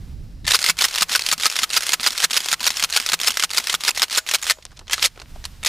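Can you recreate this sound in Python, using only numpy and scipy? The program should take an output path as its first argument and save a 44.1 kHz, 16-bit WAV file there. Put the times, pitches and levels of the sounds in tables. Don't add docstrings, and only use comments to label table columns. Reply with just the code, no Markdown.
import sys
import numpy as np
from scipy import signal
from scipy.fft import rfft, irfft
from scipy.io import wavfile
from scipy.ndimage import uniform_filter1d, minimum_filter1d

SR = 44100
rng = np.random.default_rng(int(sys.argv[2]) if len(sys.argv) > 2 else 0)


def generate_wav(sig):
    pcm = np.round(np.clip(np.atleast_2d(sig).T, -1, 1) * 32767).astype(np.int16)
    wavfile.write(sys.argv[1], SR, pcm)


def level_to_linear(level):
    exponent = np.asarray(level, float) / 20
    return 10 ** exponent


N = 250752

# [t/s, wind level/dB, hiss and rustle level/dB]
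AIR = [
    (0, -34.5, -56.5),
    (.46, -34, -63),
    (.62, -52, -48),
    (2.1, -57, -45.5),
    (4.4, -56.5, -49),
    (4.7, -47, -63.5),
    (5.14, -46, -56.5),
    (5.3, -38.5, -54),
    (5.56, -40, -52),
    (5.69, -38, -56),
]
# [f/Hz, level/dB per Hz]
WIND = [(12, -68), (20, 7), (81, 2), (240, -14.5), (420, -28.5), (900, -39), (1170, -95)]
# [f/Hz, level/dB per Hz]
HISS = [(150, -12.5), (300, -11.5), (1100, -9.5), (3000, -10.5), (5000, -12.5), (8000, -16.5), (16000, -22)]
MOTOR_HZ = 299.7
MOTOR_ORDERS = range(13, 20)

# [f/Hz, level/dB per Hz]
STEEL = [(180, -27), (300, -17.5), (1280, -7), (2440, -2.5), (4750, -1), (12300, -9.5), (16000, -12.5)]
# [f/Hz, level/dB]
BODY = [(450, -13), (830, -5.5), (1060, 1), (1290, 4), (1480, 2.5)]
# [f/Hz, level/dB]
PARTS = [(2100, 3), (2720, -22), (3750, 9), (4350, -5), (4780, -23), (5500, -11), (8600, 2)]
# [f/Hz, level/dB, t60/s]
BARREL = [(630, -8, .32), (1720, -9, .15), (6760, -5, .35), (7190, -3, .2), (7700, -6, .25)]

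# [t/s, knock level/dB, scrape level/dB]
STARTS = [(0.4775, -3.5, -23.5), (0.7880, -7.5, -32.5), (1.0946, -14, -30.5), (1.3984, -13, -37),
          (1.7025, -15, -38.5), (2.0054, -16, -36), (2.3115, -11.5, -40), (2.6118, -19, -38),
          (2.8997, -16, -42), (3.2138, -10.5, -32), (3.5042, -16.5, -45), (3.807, -16, -40)]
# [t/s, unlatch level/dB, cam level/dB]
UNLATCHES = [(0.5059, -8, 8), (0.8116, -5, -2), (1.1185, -10.5, -11), (1.4245, -13, -7), (1.732, -10, -11),
             (2.0317, -11, -8.5), (2.3326, -11, -10), (2.6297, -12, -15), (2.926, -21, -12),
             (3.234, -23, -12.5), (3.5341, -12.5, -14), (3.8365, -11.5, -12)]
# [t/s, stop level/dB, rebound level/dB, rebound delay/ms]
STOPS = [(0.5441, 12.5, 1, 8.9), (0.8407, 5.5, 8, 8.5), (1.1504, 0, 5.5, 7), (1.456, 2.5, 8, 7.8),
         (1.7649, 8.5, 7, 7.9), (2.0635, 5, 11, 7.5), (2.3657, 2, 3, 7.1), (2.6662, -3, 10, 7.7),
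         (2.963, 0, -4.5, 9.3), (3.2723, 0, 12, 7), (3.5728, -6, 9.5, 8.1), (3.8800, 0, 5, 9.8)]
# [t/s, drop level/dB, hop level/dB]
DROPS = [(0.59, -11, -15.5), (0.8837, -14.5, -22), (1.1935, -9.5, -21), (1.4995, -13, -14),
         (1.8071, -11, -10.5), (2.1055, -13.5, -16), (2.404, -10, -43), (2.7041, -8.5, -23),
         (2.9999, -8.5, -17), (3.3050, -9, -27), (3.6000, -13, -32)]
# [t/s, catch level/dB, feed level/dB, ramp level/dB]
CATCHES = [(0.6411, -2, -4, -14), (0.958, -8, -7.5, -7.5), (1.264, -8, -7, -5.5), (1.5644, -8, -8, -14),
           (1.8662, -8.5, -6.5, -8), (2.1779, -9, -8, -10), (2.4590, -10.5, -8.5, -7.5),
           (2.7700, -10.5, -10.5, -7.5), (3.0625, -7.5, -7, -7.5), (3.3710, -6.5, -8, -6.5),
           (3.671, -9.5, -7, -11)]
# [t/s, lock level/dB, seat level/dB, scrape level/dB]
LOCKS = [(0.697, 5, -17, -17), (1.0210, 2.5, -5.5, -25), (1.3260, 1.5, -7.5, -24.5),
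         (1.6324, -3, -6.5, -26), (1.9328, 5, -7, -24), (2.2398, 3, -7.5, -20.5), (2.528, -4.5, -7.5, -28),
         (2.8379, -3, -7, -24), (3.1323, -1.5, -3.5, -28.5), (3.4365, -3, -6.5, -28.5),
         (3.7410, -6, -8, -26.5)]
THUDS = [-30, -34, -36, -44.5, -38, -35, -38, -39.5, -33.5, -39.5, -38]
CAM_SHARE, SETTLE_S = .3, .0245
HOP_S, HOP_AGAIN_S = .0148, .0245
FEED_SHARE, RAMP_SHARE, SEAT_S = .385, .815, .0072
LOADED = 22

# (level above its stroke/dB, loudest ring f/Hz, receiver body level/dB)
START, UNLATCH, CAM = (0, 3650, -28), (0, 4600, -30), (0, 3920, -31)
STOP, REBOUND, SETTLE = (0, 4900, -14), (0, 4850, -17), (-24, 3600, -26)
DROP, HOP, HOP_AGAIN = (0, 5200, -34), (-3, 6500, -37), (-3, 5100, -18)
CATCH, FEED, RAMP = (0, 5130, -28), (0, 3250, -20), (0, 4500, -25)
LOCK, SEAT = (0, 6870, -10), (0, 4400, -12)
RING_SPREAD = 0.063

# [t/s, peak level/dB, loudest ring f/Hz]
EMPTY = [(3.948, -25, 4480), (3.9613, -27, 4090), (3.9749, -9, 4300), (3.996, -11, 3700),
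         (4.0192, -2, 4850), (4.0282, 7, 5100), (4.035, -5, 3000), (4.082, -28, 2990), (4.098, -21, 4500),
         (4.109, -17, 4700), (4.1267, -12, 4900), (4.1525, -13, 4160), (4.174, 8.5, 7080),
         (4.181, -1, 5500), (4.2646, -22.5, 2340), (4.275, -22, 4000), (4.289, -9.5, 3240),
         (4.3123, -7, 2900), (4.337, -5.5, 5460), (4.342, -9, 7500), (4.346, -5, 6300), (4.352, -4.5, 6230),
         (4.385, -27, 3230), (4.3935, -33, 6550), (4.416, -27, 8800), (4.426, -13.5, 7000),
         (4.442, -17, 5300), (4.454, -20, 3700), (4.467, -12.5, 3870), (4.48, -16, 2940),
         (4.4981, -3.5, 4180), (4.5082, -2, 4720)]
# [start t/s, stop t/s, scrape level at start/dB, scrape level at stop/dB]
EMPTY_STROKES = [
    (3.959, 4.04, -32, -25),
    (4.112, 4.185, -29.5, -21.5),
    (4.277, 4.359, -33.5, -25.5),
    (4.407, 4.51, -49, -17),
    (4.915, 4.94, -25.5, -17),
    (4.965, 5.058, -41.5, -17),
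    (5.443, 5.451, -60, -37),
    (5.669, 5.678, -17.5, -21.5),
]
# [t/s, level/dB]
EMPTY_LOCKS = [
    (4.185, -42),
    (4.509, -42),
]
# [t/s, peak level/dB, loudest ring f/Hz]
STRAYS = [(0.467, -15, 3630), (0.536, -6.5, 3770), (0.616, -14, 4420), (0.6874, -9, 5000),
          (0.769, -27, 3200), (0.779, -25, 3500), (0.9103, -22, 5580), (0.925, -26, 3000),
          (0.9412, -14.5, 4370), (0.832, -18, 3000), (1.085, -28, 6500), (1.2144, -23, 4630),
          (1.379, -18, 5650), (1.4092, -20, 3060), (1.5562, -11.5, 3640), (1.998, -23, 2890),
          (2.011, -23, 3500), (2.1519, -23, 1460), (2.3076, -12.5, 3600), (2.605, -15, 4340),
          (2.299, -25, 2970), (2.4448, -28, 3380), (2.5945, -43, 2870), (2.7399, -39, 3430),
          (2.948, -28, 3700), (2.89, -27, 2980), (3.097, -11, 4100), (3.2, -13.5, 3440), (3.39, -30, 2830),
          (3.3514, -28, 3500), (3.5125, -19, 4700), (3.649, -27, 3220), (3.862, -21, 3340)]
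STRAY_BODY_DB, EMPTY_BODY_DB = -11, -16
PULL_END_DB, PUSH_START_DB = -20.5, -33
PULL_LEAD_S, PUSH_LEAD_S, OVERRUN_S = .001, .026, .003

# [t/s, peak level/dB, loudest ring f/Hz, receiver body level/dB]
HANDLING = [(4.585, -31, 540, -13), (4.6523, -32.5, 5430, -7), (4.719, -39.5, 1220, -4),
            (4.774, -37, 3480, -9), (4.7915, -29, 3940, -11), (4.87, -34.5, 4010, -15),
            (4.88, -25, 3550, -18), (4.8969, -16.5, 3040, -8), (4.932, -3, 3240, -34),
            (4.98, -17, 4070, -1.5), (4.995, -23, 3760, -4), (5.0233, -12, 3000, -20),
            (5.026, -3, 5020, -17), (5.0416, -8, 2950, -9), (5.0467, -5.5, 3640, -16),
            (5.052, -8, 6560, -28), (5.058, -6, 4050, -47), (5.175, -36, 3900, 5),
            (5.199, -25.5, 4120, -12), (5.217, -25, 2840, -5), (5.441, -20.5, 4060, -30),
            (5.453, -16, 3050, -13), (5.6302, -21, 2800, -10), (5.648, -9, 3640, -17),
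            (5.6612, -7, 2410, -32), (5.672, -10.5, 4600, -14)]
# [t/s, peak level/dB, loudest ring f/Hz, receiver body level/dB]
TICKS = [
    (.445, -28, 3820, -31),
    (0.4517, -24, 4060, -30),
    (4.572, -49, 700, -12),
    (4.708, -45, 2000, -2),
    (4.727, -48, 8000, -20),
    (4.765, -41, 5540, -19),
    (4.624, -33, 2800, -28),
    (4.812, -38.5, 884, 1),
    (5.159, -39.5, 2360, 0),
    (5.359, -31, 547, -7),
]
SOFT_DB, SOFT_CUT_HZ = -16, 7000

# [t/s, peak level/dB]
JOLTS = [(0.536, -56), (0.587, -49), (0.686, -44.5), (0.79, -47), (0.838, -42), (1.013, -42), (1.106, -45),
         (1.285, -47), (1.378, -46), (1.457, -41), (1.625, -44), (1.734, -50), (1.767, -45), (1.997, -41),
         (2.07, -44), (2.106, -48), (2.312, -47), (2.404, -50), (2.611, -45), (2.702, -46), (2.829, -43.5),
         (3.0, -44.5), (3.215, -49), (3.296, -42), (3.596, -45.5), (3.836, -49), (4.007, -49), (4.116, -51)]
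FOREND_HZ, FOREND_T60_S = 238.5, 0.076
# [t/s, peak level/dB, ring f/Hz]
CLANKS = [(0.451, -26.5, 1820), (0.466, -20, 2090), (0.479, -12, 1740), (0.508, -12, 2280),
          (0.544, -7.5, 1310), (0.662, -10, 2090), (0.697, -8, 2260), (0.697, -20, 1296),
          (0.791, -14, 2310), (0.841, -12, 1900), (1.021, -13.5, 1276), (1.151, -4, 1486),
          (1.326, -19, 2280), (1.326, -8.5, 1292), (1.458, -9, 1293), (1.589, -17, 2110),
          (1.618, -30, 2150), (1.633, -10.5, 1286), (1.771, -20, 1560), (1.771, -11.5, 1410),
          (1.893, -15, 2120), (1.932, -11, 1310), (1.997, -28, 1260), (2.065, -10.5, 1437),
          (2.229, -27, 1740), (2.24, -12, 1650), (2.366, -7, 1470), (2.528, -11, 1340), (2.611, -21, 990),
          (2.676, -16, 1430), (2.796, -17, 2080), (2.836, -17, 1365), (2.973, -10.5, 1467),
          (3.088, -17, 1500), (3.118, -16, 1640), (3.132, -10.5, 1278), (3.371, -19, 2010),
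          (3.396, -14, 2080), (3.424, -15, 1495), (3.574, -17, 1305), (3.697, -12, 2060), (3.74, -13, 1250),
          (3.88, -9, 1436), (3.973, -15, 2040), (4.019, -14, 1540), (4.181, -19, 1760), (4.181, -8.5, 1470),
          (4.264, -28, 2100), (4.313, -17.5, 1830), (4.337, -23, 2100), (4.508, -13, 1806),
          (4.508, -12, 1775), (4.897, -29, 1700), (4.932, -10, 1720), (5.634, -24, 2250),
          (5.661, -21, 2380)]
CLANK_DB, CLANK_T60_S, CLANK_RISE_S = -4.5, 0.044, 0.00042
# [t/s, peak level/dB, centre f/Hz]
SNAPS = [(4.573, -39, 750), (4.5875, -32, 900), (4.8135, -39, 900), (5.3625, -32, 600), (1.113, -17, 4000),
         (1.116, -8, 3500), (1.998, -9, 3500), (4.6125, -42, 4000), (4.6529, -11.5, 6200),
         (4.657, -29, 6000), (4.6625, -31, 4100), (4.6657, -26, 4000), (4.717, -33, 6000),
         (4.72, -36, 1200), (4.7275, -40, 6500), (4.7715, -27, 5000), (4.7738, -30, 5500),
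         (4.7758, -30, 4000), (4.792, -32, 5000), (4.7936, -22, 6540), (4.798, -32.5, 6000),
         (4.808, -36, 5000), (4.9705, -25, 5000), (4.9956, -10, 3900), (5.194, -27, 3000),
         (5.259, -34, 2300)]
SNAP_CYCLES = 0.95
# [t/s, peak level/dB, ring f/Hz]
PINGS = [(0.479, 0, 4460), (0.4907, -13, 3000), (0.5024, -23, 3850), (0.5518, 2, 4570), (0.5665, -12, 4090),
         (0.6278, -13, 4540), (0.6593, -19, 2800), (0.7035, -7, 4800), (0.8626, -24, 2970),
         (0.9498, -13.5, 4100), (1.0282, -13, 3980), (1.1401, -14, 3650), (1.2387, -20, 4220),
         (1.4044, -20, 4690), (1.41, -17, 3140), (1.421, -19, 3270), (1.4653, 2, 4900), (1.584, -23, 3450),
         (1.589, -11, 3540), (1.597, -15, 4690), (2.0512, -16, 3360), (2.1567, -26, 2150),
         (2.1603, -23, 5470), (2.1839, -14, 3680), (2.248, -11.5, 1880), (2.3304, -16, 3100),
         (2.4184, -25, 6680), (2.5416, -14, 2040), (2.5961, -26, 2870), (2.655, -16, 3230),
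         (2.7178, -22, 4090), (2.8027, -13.5, 3400), (2.9062, -19, 6850), (2.926, -12, 4180),
         (2.9502, -18, 4900), (2.974, -7, 4630), (3.2153, -14, 5630), (3.2337, -12.5, 5080),
         (3.2964, -16, 2860), (3.319, -21, 2970), (3.38, -28, 2760), (3.4033, -12, 3070), (3.43, -24, 1590),
         (3.51, -19, 6760), (3.5146, -19, 4690), (3.5554, -26, 3680), (3.75, -9.5, 3400),
         (3.908, -13, 7240), (3.913, -17, 2610), (4.117, -21, 4480), (4.1202, -21, 5340),
         (4.1494, -13, 4520), (4.1605, -12, 3460), (4.295, -15, 5860), (4.433, -16, 6680),
         (4.933, -8, 2570), (5.6362, -19, 3640), (5.661, -13, 3530),
         (0.5096, -3, 3600), (0.809, -12, 3080), (.9781, -14, 3490), (1.2211, -15.5, 4380),
          (1.39, -30, 3270), (1.4792, -20, 3830), (1.6937, -26, 4870), (1.7075, -22, 4500),
          (1.7114, -19, 2800), (1.727, -22, 6550), (1.7507, -15, 3740), (2.0863, -17, 3060),
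          (2.128, -20, 5600), (2.2534, -16.5, 2660), (2.4453, -19, 3250), (2.6435, -12, 4430),
          (2.6927, -17, 4500), (2.989, -30, 2930), (3.1912, -24, 2440), (3.4941, -29, 2890),
          (3.61, -29, 2630), (3.6966, -13, 3270), (3.7037, -17, 4260), (3.7268, -17, 4390),
          (4.91, -21, 3170)]
PING_RISE_S, PING_T60_S, PING_GRIT = .0004, .009, 1.2
RATTLE_T60_S, RATTLE_RISE_S = .03, .0015
GRAIN_CYCLES, GRAIN_RING_SHARE = 20.7, 0.71


def rms_one(x):
    return x / np.sqrt(np.mean(x ** 2) + 1e-20)


def filtered(x, order, hz, kind):
    return signal.sosfilt(signal.butter(order, hz, kind, fs=SR, output="sos"), x)


def in_time(rows):
    s, *columns = np.transpose(rows)
    return [np.interp(np.arange(N) / SR, s, c) for c in columns]


def samples(s):
    return np.round(s * SR).astype(int)


def drift(rate):
    r = np.exp(-80 * np.pi * rate / SR)
    noise = rng.standard_normal(N // 40 + 2002)
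    slow = signal.lfilter([1], [1, -2 * r, r * r], noise)[2000:]
    return np.interp(np.arange(N) / 40, np.arange(len(slow)), rms_one(slow))


def ring(clicks, hz, t60):
    r, w = level_to_linear(-60 / (t60 * SR)), 2 * np.pi * hz / SR
    return signal.lfilter([0, np.sin(w)], [1, -2 * r * np.cos(w), r * r], clicks + 1e-18)


def coloured(x, spectrum):
    hz, db = np.transpose(spectrum)
    bins = np.fft.rfftfreq(N, 1 / SR) + 1
    gain = level_to_linear(np.interp(np.log(bins), np.log(hz), db))
    return rms_one(irfft(rfft(x) * gain, N))


def dying(at, db, t60, rise_s):
    jumps = np.zeros(N)
    jumps[at] = level_to_linear(db)
    lag = np.exp(-1 / (rise_s * SR))
    poles = np.convolve([1, -level_to_linear(-60 / (t60 * SR))], [1, -lag])
    return signal.lfilter([1 - lag], poles, jumps + 1e-18)


def grit(per_s, spread_db):
    sizes = level_to_linear(spread_db * np.minimum(rng.exponential(1, N), 3))
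    signs = rng.choice([-1, 1], N)
    return sizes * signs * (rng.random(N) < per_s / SR)


def steel_grains(per_s, spread_db):
    hits = grit(per_s, spread_db)
    part = np.arange(N) % 10
    rings = np.zeros(N)
    for k, hz in enumerate(np.geomspace(1300, 11000, 10)):
        rings += hz * ring(hits * (part == k), hz, GRAIN_CYCLES / hz)
    return coloured(rms_one(hits) + GRAIN_RING_SHARE * rms_one(rings), STEEL)


def air():
    wind_db, hiss_db = in_time(AIR)
    gust = level_to_linear(wind_db + 2.3 * drift(5.2))
    mid, own = (coloured(rng.standard_normal(N), WIND) for _ in range(2))
    wind = gust * (mid * level_to_linear([[-1.6], [1.6]]) + 0.17 * own * [[1], [-1]])
    common, left, right = (coloured(rng.standard_normal(N), HISS) for _ in range(3))
    hiss = level_to_linear(hiss_db + 1.5 * drift(9.5)) * (common + 0.4 * np.array([left, right]))
    t = np.arange(N) / SR
    whine = sum(np.sin(2 * np.pi * (k * MOTOR_HZ * t + rng.random())) for k in MOTOR_ORDERS)
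    return wind + hiss + level_to_linear(np.minimum(hiss_db, -63) - 9.0) * whine


def stock(rows):
    s, peak_db, _, body_db = np.transpose(rows)
    puff = rms_one(filtered(rng.standard_normal(N), 2, [220, 1100], "band"))
    puff_db = np.minimum(peak_db + body_db, -36) - 9.0
    return puff * dying(samples(s), puff_db, t60=0.088, rise_s=0.00033)


def forend():
    s, db = np.transpose(JOLTS)
    pushes = np.zeros(N)
    pushes[samples(s)] = level_to_linear(db + 7.0)
    return ring(uniform_filter1d(pushes, size=60, origin=-29), FOREND_HZ, FOREND_T60_S)


def snaps():
    out, t = np.zeros(N + 200), np.arange(-100, 100) / SR
    for s, db, hz in SNAPS:
        i = round(s * SR)
        bell = np.exp(-(2 * t * hz / SNAP_CYCLES) ** 2)
        out[i - 100:i + 100] += level_to_linear(db) * np.cos(2 * np.pi * hz * t) * bell
    return out[:N]


def pings():
    rows = PINGS
    out, t = np.zeros(N + 600), np.arange(-100, 500) / SR
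    shape = np.where(t < 0, np.exp(t / PING_RISE_S), level_to_linear(-60 * t / PING_T60_S))
    noise = filtered(rng.standard_normal((len(rows), len(t))), 2, [1300, 8500], "band")
    for (s, db, hz), rough in zip(rows, noise):
        tone = np.sin(2 * np.pi * hz * t)
        out[round(s * SR) - 100:][:len(t)] += level_to_linear(db) * shape * (tone + PING_GRIT * rough)
    return out[:N]


def clanks():
    out, t = np.zeros(N + 2000), np.arange(2000) / SR
    shape = (1 - np.exp(-t / CLANK_RISE_S)) * level_to_linear(-60 * t / CLANK_T60_S)
    for (s, db, hz), (apart, phase) in zip(CLANKS, rng.random((len(CLANKS), 2))):
        upper_hz = hz * (1.08 + 0.17 * apart)
        pair = np.sin(2 * np.pi * hz * t) + 0.49 * np.sin(2 * np.pi * (upper_hz * t + phase))
        out[round(s * SR):][:len(t)] += level_to_linear(db + CLANK_DB) * shape * pair
    return out[:N]


def strokes():
    back = [(start[0] - PULL_LEAD_S, stop[0] + OVERRUN_S, start[2], PULL_END_DB)
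            for start, stop in zip(STARTS, STOPS)]
    home = [(catch[0] - PUSH_LEAD_S, lock[0] + OVERRUN_S, PUSH_START_DB, lock[3])
            for catch, lock in zip(CATCHES, LOCKS)]
    return sorted(back + home) + EMPTY_STROKES


def lock_up():
    thuds, strikes = np.zeros((2, N))
    for (_, stop, *_), db in zip(strokes()[1:LOADED:2], THUDS):
        thuds[round((stop - .006) * SR)] = level_to_linear(db)
    for s, db in EMPTY_LOCKS:
        strikes[round(s * SR)] = level_to_linear(db)
    barrel = sum(level_to_linear(db) * ring(strikes, hz, t60) for hz, db, t60 in BARREL)
    push = uniform_filter1d(thuds, size=90, origin=-44) * 30
    thud = ring(push, 195, 0.083) + 0.84 * ring(push, 165, 0.21)
    return level_to_linear(-30.5) * filtered(thud, 2, 130, "high") + barrel


def slide():
    t, level = np.arange(N) / SR, np.zeros(N)
    for start, stop, first_db, last_db in strokes():
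        corners = [start - .005, start, stop, stop + 0.036]
        db = np.interp(t, corners, [first_db - 1.0, first_db, last_db, last_db - 36.5])
        level += level_to_linear(db) * (t > start - .005) * (t < stop + .05)
    for back, forward in zip(strokes()[0:LOADED:2], strokes()[1:LOADED:2]):
        level += level_to_linear(-37.5) * (t > back[1]) * (t < forward[0])
    flutter = level_to_linear(2.2 * drift(90))
    scrape = level * flutter * steel_grains(per_s=6000, spread_db=3.5)
    return filtered(scrape, 1, 13000, "low")


def cycles():
    start, start_db, _ = np.transpose(STARTS)
    unlatch, unlatch_db, cam_db = np.transpose(UNLATCHES)
    stop, stop_db, rebound_db, rebound_ms = np.transpose(STOPS)
    drop, drop_db, hop_db = np.transpose(DROPS)
    catch, catch_db, feed_db, ramp_db = np.transpose(CATCHES)
    lock, lock_db, seat_db, _ = np.transpose(LOCKS)
    order = [(START, start, start_db),
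             (UNLATCH, unlatch, unlatch_db),
             (CAM, unlatch + CAM_SHARE * (stop - unlatch), cam_db),
             (STOP, stop, stop_db),
             (REBOUND, stop + rebound_ms / 1000, rebound_db),
             (SETTLE, stop + SETTLE_S, 0 * stop),
             (DROP, drop, drop_db),
             (HOP, drop + HOP_S, hop_db),
             (HOP_AGAIN, drop + HOP_AGAIN_S, hop_db),
             (CATCH, catch, catch_db),
             (FEED, catch + FEED_SHARE * (lock - catch), feed_db),
             (RAMP, catch + RAMP_SHARE * (lock - catch), ramp_db),
             (LOCK, lock, lock_db),
             (SEAT, lock + SEAT_S, seat_db)]
    rows = []
    for (above_db, hz, body_db), times, levels in order:
        for s, db in zip(times, levels):
            ring_hz = hz * np.exp(RING_SPREAD * rng.standard_normal())
            rows.append((s, db + above_db, ring_hz, body_db))
    return rows


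def knocks(rows, rattle_db):
    s, peak_db, hz, body_db = np.transpose(rows)
    at = np.minimum(samples(s), N - 1)
    luck = rng.standard_normal((len(at), 32))
    steel = coloured(grit(per_s=12000, spread_db=0.5), STEEL)

    crack = rms_one(filtered(steel, 1, 8000, "low"))
    sharp_db = peak_db + 5.9 * np.minimum(np.log2(hz / 2500), 0)
    out = crack * dying(at, np.minimum(sharp_db, 4) - 1.0, t60=0.007, rise_s=0.0003)

    edge = rms_one(filtered(steel, 2, 7500, "high"))
    edge_db = peak_db - 29.0 + 11.0 * np.log2(hz / 4000)
    out += edge * dying(at, edge_db, t60=0.036, rise_s=0.00145)

    rattle = steel_grains(per_s=3500, spread_db=2.0)
    heavy = filtered(rattle, 2, 3300, "low")
    for k, part in enumerate([heavy, rattle - heavy]):
        part_db = 0.81 * np.minimum(sharp_db, 0) + rattle_db + 1.2 * luck[:, 20 + k]
        out += part * dying(at, part_db, RATTLE_T60_S, RATTLE_RISE_S)

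    t = np.arange(600) / SR
    for i, db, f in zip(at, peak_db, hz):
        own = level_to_linear(db - 2.5 - 60 * t / 0.011) * np.sin(2 * np.pi * f * t) * (1 - np.exp(-t / 0.00033))
        out[i:i + len(t)] += own[:N - i]

    modes = [(mode, peak_db + body_db - 13.0, .028) for mode in BODY]
    modes += [(mode, peak_db - 30.5, .022) for mode in PARTS]
    for k, ((f, db), drive_db, t60) in enumerate(modes):
        clicks = np.zeros(N)
        clicks[at] = level_to_linear(drive_db + db + 2.1 * luck[:, k]) * np.sign(luck[:, -1 - k % 8])
        out += ring(clicks, f, t60)
    return out


def spread(x):
    side = x * drift(150)
    treble = filtered(side, 2, 7000, "high")
    bass = filtered(side, 2, 600, "low")
    side = level_to_linear(-18.0) * side + level_to_linear(-13.0) * treble + level_to_linear(-13.0) * bass
    return x * level_to_linear([[-.25], [.25]]) + side * [[1], [-1]]


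def scene():
    loose = [(*row, STRAY_BODY_DB) for row in STRAYS] + [(*row, EMPTY_BODY_DB) for row in EMPTY]
    firm = [row for row in HANDLING if row[1] >= SOFT_DB]
    soft = [row for row in HANDLING + TICKS if row not in firm]
    cushioned = filtered(knocks(soft, rattle_db=-13.5), 2, SOFT_CUT_HZ, "low")
    racking = knocks(cycles() + loose + firm, rattle_db=-10.5)
    steel = racking + cushioned + slide() + clanks() + snaps() + pings()
    steel = filtered(steel, 4, 330, "high")
    return spread(steel + lock_up() + forend() + stock(soft)) + air()


def band_limit(x):
    return signal.sosfilt(signal.butter(12, 16330, fs=SR, output="sos"), x)


def record(dry):
    peak = -minimum_filter1d(-np.abs(dry).max(axis=0), size=89)
    gain = uniform_filter1d(1 / np.maximum(peak / .95, 1), size=45)
    cut = signal.cheby2(14, 80, 16450, fs=SR, output="sos")
    mix = signal.sosfilt(cut, dry * gain)
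    return band_limit(mix)


dry = scene()
out = record(dry)
generate_wav(out)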